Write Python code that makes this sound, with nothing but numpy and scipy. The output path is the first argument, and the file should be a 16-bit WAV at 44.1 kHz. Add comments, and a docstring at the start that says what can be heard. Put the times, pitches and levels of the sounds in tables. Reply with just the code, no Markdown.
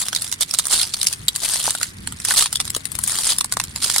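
"""Walking on mussel shells

Someone walks over a deep bed of mussel shells, heard from just above the feet.
Each sole crushes many small pieces, made of tiny damped rings and gritty noise.
Single shells crack, cave in and snap with short rings and puffs of noise; some sound a hollow note.
The loose bed scatters every click, and a light wind of filtered noise rumbles on the microphone."""
import sys
import numpy as np
from scipy import signal
from scipy.fft import rfft, irfft, next_fast_len
from scipy.io import wavfile
from scipy.ndimage import uniform_filter1d, map_coordinates

SR = 44100
rng = np.random.default_rng(int(sys.argv[2]) if len(sys.argv) > 2 else 0)


def wav_out(sig):
    """Save sig, one row per channel (or a flat mono array), as 16-bit PCM at SR to the path in sys.argv[1]."""
    wavfile.write(sys.argv[1], SR, np.round(np.clip(np.atleast_2d(sig).T, -1, 1) * 32767).astype(np.int16))


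N = 176400  # length of the scene in samples (4 s)
SIZE = 2048  # length of one short sound in samples
TOP_HZ = 15900  # nothing is heard above this
GRAIN_LOW_HZ = 583  # lowest pitch of a small piece
GRAIN_T60_S = 0.0056  # typical time for a small piece to fade by 60 dB
CHIP_T60_S = 0.0083  # the same for a puff of chips


def amp(db):
    """Turn decibels into a gain."""
    return 10 ** (np.asarray(db) / 20)


def unit(x):
    """Scale to an average (rms) level of 1."""
    return x / np.sqrt(np.mean(x ** 2) + 1e-20)


def along(points, hz):
    """Read a value at each frequency from (Hz, value) points, spaced as the ear hears pitch."""
    f, v = np.transpose(points)
    return np.interp(np.log(hz + 1), np.log(f + 1), v)


def curve(points):
    """Join (seconds, value) points by straight lines, one value per sample."""
    return np.interp(np.arange(N) / SR, *np.transpose(points))


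def sides(db):
    """Left and right gains for a left minus right difference in dB, keeping the total power."""
    gains = amp(np.array([[.5], [-.5]]) * db)
    return gains / np.sqrt(np.mean(gains ** 2, axis=0))


def filtered(x, response):
    """Change the tone of x by a gain that depends on frequency."""
    m = next_fast_len(N + SR // 2)  # spare room keeps the end from wrapping onto the start
    return irfft(rfft(x, m) * response(np.fft.rfftfreq(m, 1 / SR)), m)[..., :N]


def add(out, s, x):
    """Mix x into out at s seconds."""
    i = max(0, round(s * SR))
    out[:, i:i + x.shape[-1]] += x[..., :max(0, N - i)]


def shell_colour():
    """The tone of the shells as a filter that never sounds ahead of its input, mean power 1."""
    # Tone of the shells. Each row: frequency in Hz, level in dB.
    shell_tone = [(120, -16.5), (400, -11), (700, -9.5), (1100, -5), (2500, -5.5), (3400, 4), (4600, 5.5),
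                  (6300, 2), (8000, 6), (9400, 9.5), (10500, 3), (12300, -5), (15700, -13)]
    cepstrum = irfft(np.log(amp(along(shell_tone, np.fft.rfftfreq(SIZE, 1 / SR)))))
    # fold the second half onto the first: this makes the filter minimum-phase
    cepstrum[1:SIZE // 2] *= 2
    cepstrum[SIZE // 2 + 1:] = 0
    response = np.exp(rfft(cepstrum))
    return response / np.sqrt(np.mean(abs(response) ** 2))


def shards(t60, count, size):
    """Damped rings of random pitch that reach two ports at slightly different times."""
    port_delay_s = .00004  # scatter of arrival times between the ports
    t = np.arange(size) / SR
    hz = rng.uniform(GRAIN_LOW_HZ, TOP_HZ, (count, 1))
    life = t60 * np.exp(.4 * rng.standard_normal((count, 1)))
    lag = port_delay_s * rng.standard_normal((count, 1))
    fade = amp(-60 * t / life) * np.sqrt(t60 / life)  # long rings start softer
    return np.array([fade * np.sin(2 * np.pi * hz * (t + k * lag)) for k in (.5, -.5)])


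def wind():
    """Noise as a low, nearly mono rumble that swells in gusts, with a steady faint hiss."""
    # Tone of the wind. Each row: frequency in Hz, level in dB.
    rumble = [(20, -16), (50, -5), (100, -1), (180, -5), (300, -11), (600, -25.5), (2000, -18),
              (15000, -57)]
    # Stereo width. Each row: frequency in Hz, left-right difference against the shared part in dB.
    width = [(70, -23), (130, -24.5), (260, -3), (3000, 6.5)]
    # Gusts on the microphone. Each row: middle in seconds, half length in seconds, rise in dB.
    gusts = [(1.217, 0.047, 9.5), (2.07, 0.17, 11), (2.655, 0.11, 7.5), (2.982, 0.13, 9), (3.65, 0.31, 6.5)]
    breeze_db = -43.5  # level between gusts
    mid, side = filtered(rng.standard_normal((2, N)), lambda hz: amp(along(rumble, hz)))
    side = filtered(side, lambda hz: amp(along(width, hz)))
    air = unit(np.array([mid + side, mid - side]))
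    t = np.arange(N) / SR
    gust_db = sum(db * np.exp(-((t - s) / half) ** 2) for s, half, db in gusts)
    # only the low part, below about 300 Hz, swells
    buffet = filtered(air, lambda hz: 1 / (1 + (hz / 300) ** 4))
    return amp(breeze_db) * (air + (amp(gust_db) - 1) * buffet)


def bed(x):
    """The loose bed scatters each click into a very short noisy tail that keeps changing."""
    tail_t60_s, tail_rise_s = 0.052, 0.0013
    out, t = np.zeros((2, N)), np.arange(2 * SIZE) / SR
    fade = amp(-60 * t / tail_t60_s) * (1 - np.exp(-t / tail_rise_s))
    for i in range(0, N, SIZE):  # each short block gets a fresh tail
        tail = rng.standard_normal((2, len(t))) * fade / np.linalg.norm(fade)
        add(out, i / SR, signal.fftconvolve(x[:, i:i + SIZE], tail, axes=1))
    return out


def settling():
    """Disturbed pieces keep slipping into place: faint ticks of a few damped rings each."""
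    ticks_per_s, softest_db, loudest_db = 90, -53, -35  # peak levels
    out, colour = np.zeros((2, N)), shell_colour()
    for place, size in rng.random((int(ticks_per_s * N / SR), 2)):
        rings = shards(GRAIN_T60_S, count=14, size=SIZE).sum(axis=1)
        tick = irfft(rfft(rings) * colour)
        peak_db = softest_db + (loudest_db - softest_db) * size
        add(out, place * N / SR, amp(peak_db) * tick / abs(tick).max())
    return out


def hollow_notes():
    """Hollow notes of whole shells, many sounding as they crack: three damped tones each."""
    # Hollow notes. Each row: start in seconds, level in dB, pitch in Hz.
    note_list = [(.13, -6, 3270), (1.679, -2.5, 880), (1.75, -11.5, 1460), (1.812, -15, 1430),
                 (2.074, -13.5, 1690), (2.311, 0, 1600), (2.557, -4, 3370), (2.765, -9.5, 477),
                 (3.41, -9, 1076), (3.447, -11.5, 1030), (3.57, -3, 1110), (3.6, -7, 1065),
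                 (3.601, -5, 2710)]
    # Tones of a note. Each row: multiple of the pitch, level in dB, time to fade 60 dB in seconds.
    note_tones = [(.52, -7, 0.0037), (1, 0.5, 0.0069), (1.65, -11.5, 0.0077)]
    rise_s = 0.0006
    out, t = np.zeros((2, N)), np.arange(SIZE) / SR
    for s, db, hz in note_list:
        note = np.zeros(SIZE)
        for k, tone_db, t60 in note_tones:
            fade = amp(tone_db - 60 * t / t60)
            note += fade * np.sin(2 * np.pi * (k * hz * t + rng.random()))
        add(out, s, amp(db) * (1 - np.exp(-t / rise_s)) * note)
    return out


def big_snap():
    """A large shell sings and sheds chips while it splits, then its tones ring out."""
    # One shell snapping, then striking again. Each row: start in seconds, level in dB,
    # length of the break in seconds.
    snap_list = [(1.282, -5.5, 0.0027), (1.2877, -1, 0.00026)]
    # Tones of the shell. 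Each row: pitch in Hz, level in dB, time to fade 60 dB in seconds.
    snap_tones = [(3375, -10.5, 0.02), (3910, 0.5, 0.0038), (4480, -8.5, 0.0057), (7500, -6, 0.0064),
                  (9700, -13, 0.017), (12420, -11, 0.0059)]
    rise_s, snap_chip_db = 0.00043, -8.5
    out, t = np.zeros((2, N)), np.arange(SIZE) / SR
    for s, db, length in snap_list:
        def fade(t60):
            """Hold the level during the break, then die away."""
            return amp(db - 60 * np.maximum(t - length, 0) / t60) * (1 - np.exp(-t / rise_s))
        chips = rng.standard_normal((2, SIZE)) * fade(CHIP_T60_S)
        add(out, s, amp(snap_chip_db) * irfft(rfft(chips) * shell_colour()))
        for hz, tone_db, t60 in snap_tones:
            drift = np.cumsum(rng.normal(0, .06, (2, SIZE)), axis=1)  # the tone wanders a little
            add(out, s, amp(tone_db) * fade(t60) * np.sin(2 * np.pi * hz * t + drift))
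    return out


def break_push(length, count):
    """A few splinters go first, the shell gives way in jerks, then its fragments land."""
    warning_s, warning_db = 0.0063, -19  # splinters fall within this time before the break
    debris_s, debris_db = 0.016, -13.5  # fragments land within this time after it
    push = np.zeros(SIZE)
    for span, size in [(-warning_s, amp(warning_db)), (debris_s, amp(debris_db)), (length, .5)]:
        at = (rng.random(count) * span * SR).astype(int) % SIZE  # early ones wrap to the end
        push[at] = rng.normal(0, size, count)
    push[0] = 1
    return rfft(push)


def cracks():
    """Each shell breaks in its own way: damped rings under a puff of noisy chips."""
    # Single shells cracking. Each row: time in seconds, level in dB, extra level of the hollow
    # body in dB, extra level of the shell ring in dB.
    crack_list = [(0.016, -6, -16.5, -16), (0.084, -6, -16, -9), (0.129, -12, -5.5, -1),
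                  (0.149, -6.5, -25, -2), (0.161, -7.5, -17.5, 4), (0.22, -4.5, -25, -10.5),
                  (0.244, -11.5, -20, -7), (0.315, -10, -27, -12), (0.325, -4, -18, -7),
                  (0.408, 1, -22.5, -16), (0.51, -9, -25, -2), (0.538, -4, -15, -6.5),
                  (0.587, 1.5, -21, -8.5), (0.654, -7, -18.5, -8), (0.668, -2.5, -20.5, -32),
                  (0.726, -6.5, -13, -5), (0.814, -4.5, -35, 1), (0.831, -6.5, -15, 0),
                  (0.937, -13, -26, 4.5), (1.014, -7, -24, 1.5), (1.03, -2, -22.5, -8),
                  (1.069, 2, -23.5, -3), (1.127, -6.5, -22.5, -7), (1.134, -9, -22, -5),
                  (1.352, -14, -21, 0), (1.36, -2.5, -22, -9.5), (1.459, -7.5, -20, -8.5),
                  (1.488, -4.5, -29, -12), (1.599, -8, -19, -10), (1.706, -2, -20, -6),
                  (1.75, -9, -13.5, -4.5), (1.813, -11.5, -7, -5.5), (1.83, -1, -15, -7),
                  (2.073, -7, -19, -8), (2.123, -14, -12.5, -10.5), (2.2, -15, -14, -9),
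                  (2.249, -1, -18, -13), (2.285, -3, -20, -8), (2.307, -1.5, -15, -6),
                  (2.319, -2, -18, -11), (2.338, -2, -16.5, -15), (2.424, -10, -6, -3),
                  (2.458, -8.5, -8.5, 1.5), (2.527, -4, -18.5, -9.5), (2.5559, -4, -23.5, -0.5),
                  (2.601, -7.5, -9, 2.5), (2.652, -11.5, -20, -8), (2.677, -13.5, -15, -2.5),
                  (2.702, -5.5, -23, -11.5), (2.748, -6, -16, -3.5), (2.764, -6, -17, -7),
                  (2.854, -7, -18.5, -6), (2.917, -10, -23, -14), (2.952, -7, -21, -8.5),
                  (2.988, -4.5, -17, -16.5), (3.037, 0, -26.5, -18.5), (3.076, 0, -23, -30),
                  (3.186, -4.5, -17.5, -5.5), (3.384, 0, -25, -9.5), (3.409, -1.5, -23, -5.5),
                  (3.444, -5.5, -21, -10.5), (3.523, -1, -16.5, -9.5), (3.569, -7.5, -15, -5),
                  (3.599, -5, -11, -3.5), (3.638, -10, -19.5, -6), (3.76, -9.5, -13.5, -3),
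                  (3.842, -5.5, -17, -1.5), (3.961, -2, -11, -6), (3.982, 1, -22.5, -6)]
    break_s, break_rise_s = 0.0018, 0.001  # length of the jerks, time to full force
    ring_t60_s, chip_db = 0.011, 3.5  # chips against ring
    body_base_db, ring_base_db, edge_db = -18.5, -21, -22.5  # low, middle and top of a crack
    out, t, hz = np.zeros((2, N)), np.arange(SIZE) / SR, np.fft.rfftfreq(SIZE, 1 / SR)
    low = 1 / (1 + (hz / 2300) ** 8)
    high = 1 - 1 / (1 + (hz / 6500) ** 8)
    body = low * (1 - 1 / (1 + (hz / 450) ** 4))
    colour, lead = shell_colour(), SIZE // 4  # lead: samples kept for the early splinters
    rise = np.minimum(t / break_rise_s, 1)
    for s, db, body_db, ring_db in crack_list:
        chips = unit(rng.standard_normal((2, SIZE)) * rise * amp(-60 * t / CHIP_T60_S))
        ring = unit(shards(ring_t60_s, count=36, size=SIZE).sum(axis=1) * rise)
        z = rfft(ring + amp(chip_db) * chips) * colour * break_push(break_s, count=4)
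        bands = [(z[[0, 0]] * body, body_db + body_base_db),  # the body is the same on both sides
                 (z * (1 - low - high), ring_db + ring_base_db),
                 (z * high, edge_db)]
        x = sum(amp(db + band_db) * unit(irfft(b)) for b, band_db in bands)
        add(out, s - lead / SR, np.roll(x, lead, axis=1))
    return out


def fractures(level_db, count=9, size=256):
    """Tiny breaks of a few damped rings each: the louder the crunch, the denser they fall."""
    grains_per_s, denser_db_per_db = 1600, 0.5  # breaks per second at -20 dB, and their growth
    spread_db = 3  # how unequal the breaks are
    density_db = np.clip(denser_db_per_db * (level_db + 20), -20, 10)
    rate = grains_per_s * amp(density_db) * (level_db > -70)
    at = np.flatnonzero(rng.random(N) < rate / SR)
    strength = unit(amp(spread_db * np.minimum(rng.exponential(size=len(at)), 3)))
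    # sparser breaks are stronger, so the level follows the curve
    strength = strength * amp(level_db[at]) * np.sqrt(SR / rate[at] / count)
    strength = np.repeat(strength, count)
    rings = shards(GRAIN_T60_S, count=len(strength), size=size)
    rings = unit(rings) / np.sqrt(size) * strength[:, None]
    where = (np.repeat(at, count)[:, None] + np.arange(size)).ravel()
    return np.array([np.bincount(where, r.ravel(), N + size)[:N] for r in rings])


def piece_colours(x):
    """Shells giving way stress their own resonances: the tone shifts over some milliseconds."""
    piece_colour_db = 2.5  # how strongly the tone varies
    z = signal.stft(x, nperseg=256)[2]
    # random patches over frequency and time
    field = uniform_filter1d(rng.standard_normal(z.shape[1:]), size=4, axis=0)
    field = unit(uniform_filter1d(field, size=5, axis=1))
    return signal.istft(z * unit(amp(piece_colour_db * field)))[1][:, :N]


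def crunch():
    """The soles crush small pieces and grind their grit; some shells cave in at once."""
    # Crunch under the foot, one list per step. Each row: time in seconds, level in dB.
    steps = [
        [(0, -21), (.04, -31.5), (.06, -25), (.11, -37.5), (.17, -32.5), (.33, -34.5), (.37, -42.5)],
        [(.49, -36), (.63, -34), (.69, -29), (.725, -14), (.76, -18), (.82, -21), (.85, -30.5), (.92, -35.5),
         (1.0, -31.5), (1.11, -31.5), (1.17, -43)],
        [(1.34, -41), (1.4, -31), (1.455, -16), (1.475, -28), (1.55, -18), (1.59, -26), (1.69, -20.5),
         (1.74, -34), (1.86, -33), (1.94, -46.5)],
        [(2.19, -42), (2.24, -35), (2.255, -26), (2.315, -21), (2.345, -27), (2.37, -12.5), (2.41, -13.5),
         (2.5, -39), (2.82, -41.5)],
        [(2.97, -39), (3.06, -29.5), (3.08, -21), (3.24, -24.5), (3.265, -18), (3.325, -17), (3.35, -32.5),
         (3.47, -45), (3.73, -42.5)],
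        [(3.8, -35), (3.835, -22), (3.93, -23), (4, -21.5)],
    ]
    # Shells caving in as a run of breaks. Each row: start in seconds, length in seconds, level in dB.
    collapses = [(0.413, 0.021, -17), (0.539, 0.011, -19.5), (0.586, 0.014, -17), (0.937, .009, -20),
                 (1.536, 0.0022, -13.5), (2.607, 0.009, -19.5), (3.897, 0.0057, -14)]
    crunch_db, sand_db = -2, -8  # small breaks, grit
    lurch_per_s, lurch_db = 300, 3  # the sole sinks in small jerks
    level_db = curve([point for step in steps for point in step])
    cave_db, t = np.full(N, -120.), np.arange(N) / SR
    for s, length, db in collapses:
        cave_db[(t >= s) & (t < s + length)] = db
    grit = amp(sand_db) * (amp(level_db) + amp(cave_db)) * rng.standard_normal((2, N))
    knots = np.clip(rng.standard_normal(int(N * lurch_per_s / SR) + 4), -2, 1)
    lurch = unit(amp(lurch_db * map_coordinates(knots, [t * lurch_per_s])))
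    x = lurch * (grit + amp(crunch_db) * fractures(np.maximum(level_db, cave_db)))
    return signal.fftconvolve(piece_colours(x), irfft(shell_colour())[None], axes=1)[:, :N]


def scene():
    """All the shells, their scatter in the bed, and the wind."""
    # Where the shells are trodden. Each row: time in seconds, left minus right in dB.
    foot_side = [(0, 1), (.45, -4.5), (1.36, 4.5), (1.68, 0.5), (2.15, -1.5), (2.7, 1), (2.87, 10.5),
                 (3.1, 2.5), (3.57, -1.5)]
    bed_db = -10
    air = wind()
    underfoot = (cracks() + crunch()) * sides(curve(foot_side))
    shells = underfoot + big_snap() + hollow_notes() + settling()
    return air + shells + amp(bed_db) * bed(shells)


def record(dry):
    """Two ports differ in tone; the loudest peaks are rounded off and the top is cut."""
    # Tone of the ports. Each row: frequency in Hz, left minus right in dB.
    port_tilt = [(400, 0), (750, 4), (2000, 3), (3300, 1.5), (5300, -6.5), (8500, 0), (15000, 7)]
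    x = filtered(dry, lambda hz: sides(along(port_tilt, hz)))
    x = x / (1 + x ** 6) ** (1 / 6)
    return filtered(x, lambda hz: hz < TOP_HZ)


dry = scene()
out = record(dry)
wav_out(out)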